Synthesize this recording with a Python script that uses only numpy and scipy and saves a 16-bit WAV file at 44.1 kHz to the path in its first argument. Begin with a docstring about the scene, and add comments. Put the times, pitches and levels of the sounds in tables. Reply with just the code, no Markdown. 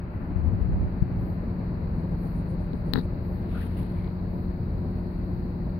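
"""A gust buffets the microphone over the low throb of a large ship moving slowly away from a quay.
Its diesels pulse under a rumble, its generators and fans hum, and a wash of water recedes with it.
Close by, hands work a camera: a thumb squeaks, halfway a button snaps back and rings the case, then
fingers slide on the plastic. The lens motor whines faintly about once a second."""
import sys
import numpy as np
from scipy import signal
from scipy.fft import rfft, irfft, next_fast_len
from scipy.io import wavfile

SR = 44100
rng = np.random.default_rng(int(sys.argv[2]) if len(sys.argv) > 2 else 0)


def digitize_waveform(pressure):
    """Quantize a signal to 16-bit integers and store it at the path in sys.argv[1].

    Rows of a 2-D input are taken as channels; values are limited to [-1, 1].
    """
    field = np.atleast_2d(pressure).T
    bounded = np.clip(field, -1, 1)
    quanta = np.round(bounded * 32767).astype(np.int16)
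    wavfile.write(sys.argv[1], SR, quanta)


N = 255582
TIME, FREQS = np.arange(N) / SR, np.fft.rfftfreq(N, 1 / SR)

# where distant sound sits in the image; lean is left minus right: freq_hz, lean_db
FAR_LEAN = [(60, 0.5), (200, 2.5), (380, 3.5), (1290, 2), (2400, 6.5), (3200, -1.5), (4300, 11), (5500, -1),
            (8000, -0.5), (10000, 8.5), (13000, 1), (16000, 1.5)]


def gain_of(db):
    """Decibels to amplitude."""
    return 10 ** (np.asarray(db) / 20)


def unit_rms(x):
    """Scales to rms 1."""
    return x / np.sqrt(np.mean(x ** 2) + 1e-20)


def curve_at(points, hz=FREQS):
    """Interpolates a curve on a log-frequency axis."""
    f, value = np.transpose(points)
    return np.interp(np.log(hz + 1), np.log(f + 1), value)


def pan(lean_db):
    """Left and right gains of mean power 1."""
    pair = gain_of(np.array([[.5], [-.5]]) * lean_db)
    return pair / np.sqrt(np.mean(pair ** 2, axis=0))


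def drift(rate_hz):
    """A smooth random wander of rms 1."""
    size = next_fast_len(N, real=True)
    smooth = np.exp(-np.minimum(np.fft.rfftfreq(size, 1 / SR) / rate_hz, 10) ** 2)
    return unit_rms(irfft(rfft(rng.standard_normal(size)) * smooth, size)[:N])


def swell(start_s, length_s, soft):
    """An envelope whose rounded fades each take the share `soft` of its length."""
    edge = np.minimum(TIME - start_s, start_s + length_s - TIME) / (soft * length_s)
    return np.sin(np.pi / 2 * np.clip(edge, 0, 1))


def ease_in(depth_db, settling_s):
    """A gain that starts low and eases up to 1."""
    return gain_of(-depth_db * np.exp(-TIME / settling_s))


def near_noise(spectrum):
    """Coloured noise, unrelated in the two microphone ports."""
    return unit_rms(irfft(rfft(rng.standard_normal((2, N))) * gain_of(curve_at(spectrum)), N))


def far_noise(spectrum):
    """Coloured noise from afar: narrow in the bass, wide in the treble."""
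    # likeness of left and right: freq_hz, correlation
    likeness = [(60, 0.87), (130, 0.95), (290, 0.9), (640, 0.42), (1300, -0.25), (3100, 0.23),
                (15000, -0.63)]
    left, other = rfft(rng.standard_normal((2, N)))
    same = np.clip(curve_at(likeness), -1, 1)
    pair = np.array([left, same * left + np.sqrt(1 - same ** 2) * other])
    rolloff = 1 / (1 + (FREQS / spectrum[-1][0]) ** 8)
    return unit_rms(irfft(pair * gain_of(curve_at(spectrum)) * pan(curve_at(FAR_LEAN)) * rolloff, N))


def far_tone(hz, fading, fade_hz=1.5):
    """A steady tone plus its wavering reflection off water and hull."""
    paths = 1 + fading * (drift(fade_hz) + 1j * drift(fade_hz))
    carrier = np.exp(2j * np.pi * (hz * TIME + rng.random()))
    return unit_rms((paths * carrier).real) * pan(curve_at(FAR_LEAN, hz))


def harbour(wash_db=-51.5, fall_db_per_s=0.59, flicker_db=0.56, hiss_db=-65.5):
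    """A bed of restless wash that slowly recedes, and an even hiss."""
    # wash of water and ventilation: freq_hz, relative_db
    wash_colour = [(400, -19.5), (800, -0.5), (1050, 0.5), (1350, -0.5), (1750, -4), (2100, -7),
                   (2550, -11.5), (3000, -21), (3500, -28.5), (5000, -39), (7500, -53.5)]
    # hiss coloured by the microphone ports: freq_hz, relative_db
    hiss_colour = [(2800, -29.5), (3500, -16), (3900, -3), (4300, 0.5), (4800, -4.5), (5200, -21),
                   (6500, -28), (8200, -35), (10000, -22.5), (12000, -15.5), (14500, -9), (15700, -4),
                   (16100, -39)]
    wash = far_noise(wash_colour) * gain_of(wash_db - fall_db_per_s * TIME + flicker_db * drift(35))
    hiss = far_noise(hiss_colour) * gain_of(hiss_db) * ease_in(depth_db=7.1, settling_s=0.84)
    return wash + hiss


def lens_motor(run_s=.24):
    """The focus motor whines in short runs, about once a second."""
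    # motor runs: start_s, level_db
    runs = [(.08, -78.5), (1.15, -69), (2.15, -67), (3.2, -68), (4.27, -72), (5.24, -76)]
    # the motor's thin whine: freq_hz, relative_db
    whine_colour = [(8500, -41), (10000, -16.5), (10400, -8.5), (10900, -20), (11900, -9), (12400, 2.5),
                    (12900, -13.5), (15800, -13.5)]
    envelope = sum(gain_of(db) * swell(start, run_s, soft=0.38) for start, db in runs)
    return near_noise(whine_colour) * pan(lean_db=2) * envelope


def thumb(start_s=1.94, period_s=.128, stroke_s=.11, count=9, level_db=-74.5, uneven_db=5.0):
    """A thumb works to and fro on the case in high squeaks, each pressed a little differently."""
    # the thumb's squeak: freq_hz, relative_db
    squeak_colour = [(3000, -12.5), (5500, -13), (7800, -15), (9100, -2), (10000, 0), (11000, -7.5),
                     (16000, -18.5)]
    presses = gain_of(uneven_db * rng.uniform(-1, 1, count))
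    force = sum(press * swell(start_s + k * period_s, stroke_s, soft=0.43)
                for k, press in enumerate(presses))
    return near_noise(squeak_colour) * force * gain_of(level_db) * pan(lean_db=14.5)


def button(attack_s=0.0023, release_db_per_s=998):
    """The button scrapes as it lets go and again as it slides back into its seat."""
    # the two scrapes: start_s, hold_s, level_db
    scrapes = [(2.9346, 0.0022, -24), (2.95, .052, -31)]
    # the button's friction: freq_hz, relative_db
    scrape_colour = [(15, -26), (60, -4), (130, 24.5), (260, 21.5), (450, 8.5), (650, 3.5), (1800, 0.5),
                     (2400, -19), (3200, -15.5), (3900, 3.5), (4700, -6.5), (5600, -32), (7800, -43),
                     (10000, -27), (11500, -29), (15000, -18)]
    force = np.zeros(N)
    for start, hold, db in scrapes:
        attack = np.clip((TIME - start) / attack_s, 0, 1)
        force += attack * gain_of(db - release_db_per_s * np.maximum(TIME - start - hold, 0))
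    return near_noise(scrape_colour) * force * pan(lean_db=13)


def fingers(blur_hz=260):
    """Fingers slide and chafe on the plastic; uneven slips blur the pitch of each chafe."""
    # finger slides: start_s, length_s, squeak_db, lean_db, rub_over_squeak_db
    slides = [(3.298, 0.89, -70.5, 4.5, 9.5), (3.481, 0.19, -69.5, 0, 13.5), (3.582, 0.11, -65.5, 31, -7),
              (3.757, 0.089, -63, 12, -1), (4.703, 0.68, -77, 11, 2)]
    # a slide's lower rub: freq_hz, relative_db
    rub_colour = [(500, -11), (1100, -5.5), (1450, -6), (1850, -3), (2400, -5), (3200, -8.5), (4200, -11),
                  (5200, -24), (7500, -45)]
    # a slide's high squeak: freq_hz, relative_db
    squeak_colour = [(4000, -26.5), (7800, -19), (9200, -3.5), (10500, -0.5), (12500, -2), (14500, -10.5),
                     (16000, -8)]
    # skin chafing at a gliding pitch: start_s, length_s, level_db, first_hz, last_hz, lean_db
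    chafes = [(0.209, 0.029, -48.5, 1494, 1500, 14), (3.526, 0.08, -48.5, 1240, 1524, 8),
              (3.585, 0.061, -53.5, 1610, 1860, 5), (3.946, 0.16, -59.5, 2250, 2140, 12)]
    out = np.zeros((2, N))
    rub, squeak = near_noise(rub_colour), near_noise(squeak_colour)
    for start, length, db, lean_db, rub_db in slides:
        friction = squeak + gain_of(rub_db) * rub
        out += gain_of(db) * pan(lean_db) * swell(start, length, soft=0.47) * friction
    slips = drift(blur_hz) + 1j * drift(blur_hz)
    for start, length, db, first_hz, last_hz, lean_db in chafes:
        cycles = np.cumsum(np.interp(TIME, [start, start + length], [first_hz, last_hz])) / SR
        chafe = (slips * np.exp(2j * np.pi * cycles)).real
        out += gain_of(db) * pan(lean_db) * swell(start, length, soft=0.44) * chafe
    return out


def handling(grain_db=2.5):
    """Button and skin stick and slip, which gives all their friction a fast grain."""
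    return (button() + thumb() + fingers()) * unit_rms(gain_of(grain_db * drift(150)))


def case_knocks(trim_db=-2):
    """Each knock rings the camera case; a soft contact leaves out the high modes."""
    # modes of the case: pitch_hz, relative_db, t60_s, lean_db
    modes = [(122, -23.5, 0.064, 23.5), (259, -20, 0.066, 25.5), (448, -22, 0.03, 24),
             (940, -26, 0.0066, 11), (1510, -30.5, 0.0043, 11.5), (1853, -20.5, 0.0079, 22),
             (2530, -35.5, 0.0027, 13), (4070, -7, 0.0084, 27.5), (4430, -24, 0.0047, 25),
             (9900, -25, 0.0021, 11), (12700, -22, 0.0015, 7), (15000, -21, 0.0032, 13)]
    # knocks of button and fingers: start_s, relative_db, cutoff_hz
    knocks = [(0.229, -31.5, 2190), (2.733, -30.5, 6140), (2.735, -1.5, 610), (2.9359, -0.5, 18000),
              (2.9575, 5.5, 1840), (2.976, -5.5, 1990), (2.98, 3, 503), (3.831, -33, 4950),
              (4.045, -27.5, 3200), (4.076, -29, 3550)]
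    t, out = np.arange(SR // 8) / SR, np.zeros((2, N))
    ring = sum(pan(lean_db) * gain_of(db - 60 * t / t60) * np.sin(2 * np.pi * hz * t)
               for hz, db, t60, lean_db in modes)
    for start, db, cutoff_hz in knocks:
        contact = signal.butter(4, cutoff_hz, fs=SR, output="sos")
        at = round(start * SR)
        out[:, at:at + len(t)] += gain_of(db + trim_db) * signal.sosfilt(contact, ring)
    return signal.lfilter(*signal.iirnotch(6400, 1.1, fs=SR), out)  # the ports swallow the mid treble


def wind(breeze_db=-47.5):
    """Turbulence at each port swells in gusts over a breeze; a few eddies suck at the diaphragm."""
    # low buffeting at the microphone: freq_hz, relative_db
    wind_colour = [(15, -26.5), (45, -3), (85, 10.5), (130, -6.5), (220, -8.5), (400, -32), (1200, -56),
                   (5000, -100)]
    # gusts: start_s, length_s, level_db, lean_db
    gusts = [(0.283, 0.48, -26, 14.5), (0.665, 0.24, -23.5, -9), (.88, .5, -37.5, 0)]
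    # single eddies that thump a port: centre_s, peak_db, width_s, lean_db
    eddies = [(0.364, -14.5, 0.0028, 25), (.535, -16.5, 0.002, 25.5), (0.625, -14, 0.0037, 14),
              (0.734, -18.5, 0.0041, -3), (0.812, -17.5, 0.0033, -17.5), (1.0255, -9, 0.0021, 29)]
    force = gain_of(breeze_db) * pan(lean_db=10)
    for start, length, db, lean_db in gusts:
        force = force + gain_of(db) * pan(lean_db) * swell(start, length, soft=0.42)
    out = near_noise(wind_colour) * force
    for centre, db, width, lean_db in eddies:
        u = (TIME - centre) / width
        out += gain_of(db) * pan(lean_db) * (u ** 2 - 1) * np.exp(-u ** 2 / 2)
    return out


def machinery(hum_trim_db=0.72, drone_hz=158.2, rest_db=-47.5, swell_db=-37.5):
    """Generators and fans hum on board; one drone swells once and sinks back."""
    # generator and fan tones: pitch_hz, level_db, fading_ratio
    hum_tones = [(36, -46, .1), (78.3, -47, .3), (90, -39.6, .3), (165.2, -49, .2), (180, -36.3, .08),
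                 (198.2, -52, .6), (235.5, -48.5, .9), (354.5, -49, .22), (436, -60, .9), (472.5, -62, .7),
                 (593.5, -62, .9)]
    hums = sum(gain_of(db + hum_trim_db) * far_tone(hz, fading) for hz, db, fading in hum_tones)
    drone_gain = gain_of(rest_db) + gain_of(swell_db) * swell(start_s=1.5, length_s=1.4, soft=0.53)
    drone = drone_gain * far_tone(drone_hz, fading=0.14)
    return hums * ease_in(depth_db=4.6, settling_s=1) + drone


def diesels(cycle_hz=4.266, rumble_db=-32.5, fall_db_per_s=0.2956, throb_db=0.5, flutter_db=1.18):
    """Exhaust tones under a rumble that throbs twice a working cycle and sinks as the ship leaves."""
    # strong exhaust orders: cycle_multiple, level_db
    orders = [(5, -58), (6, -45.5), (8, -53), (9, -49.5), (11, -41.5), (12, -41), (13, -45.5), (16, -48),
              (18, -44), (19, -48), (24, -49), (37, -50), (51, -51), (52, -55)]
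    # the ship's rumble: freq_hz, relative_db
    rumble_colour = [(12, -39.5), (26, -13.5), (50, -6), (68, -4.5), (115, 1.5), (145, -3.5), (200, -6.5),
                     (280, -8.5), (370, -14.5), (480, -18), (620, -19), (750, -23.5), (1000, -25),
                     (1500, -51)]
    exhaust = sum(gain_of(db) * far_tone(k * cycle_hz, fading=0.087) for k, db in orders)
    throb = throb_db * np.sin(2 * np.pi * (2 * cycle_hz * TIME + rng.random()))
    rumble = far_noise(rumble_colour)
    rumble *= gain_of(rumble_db - fall_db_per_s * TIME + throb + flutter_db * drift(25))
    return (exhaust + rumble) * ease_in(depth_db=5, settling_s=0.14)


def scene():
    """The ship and harbour afar, wind and camera close by."""
    return diesels() + machinery() + harbour() + wind() + case_knocks() + handling() + lens_motor()


def record(dry):
    """A steep low-pass takes off the air above 15.9 kHz."""
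    lowpass = signal.firwin(511, 15900, window=("kaiser", 9), fs=SR)
    return signal.oaconvolve(dry, lowpass[None], "same")


dry = scene()
out = record(dry)
digitize_waveform(out)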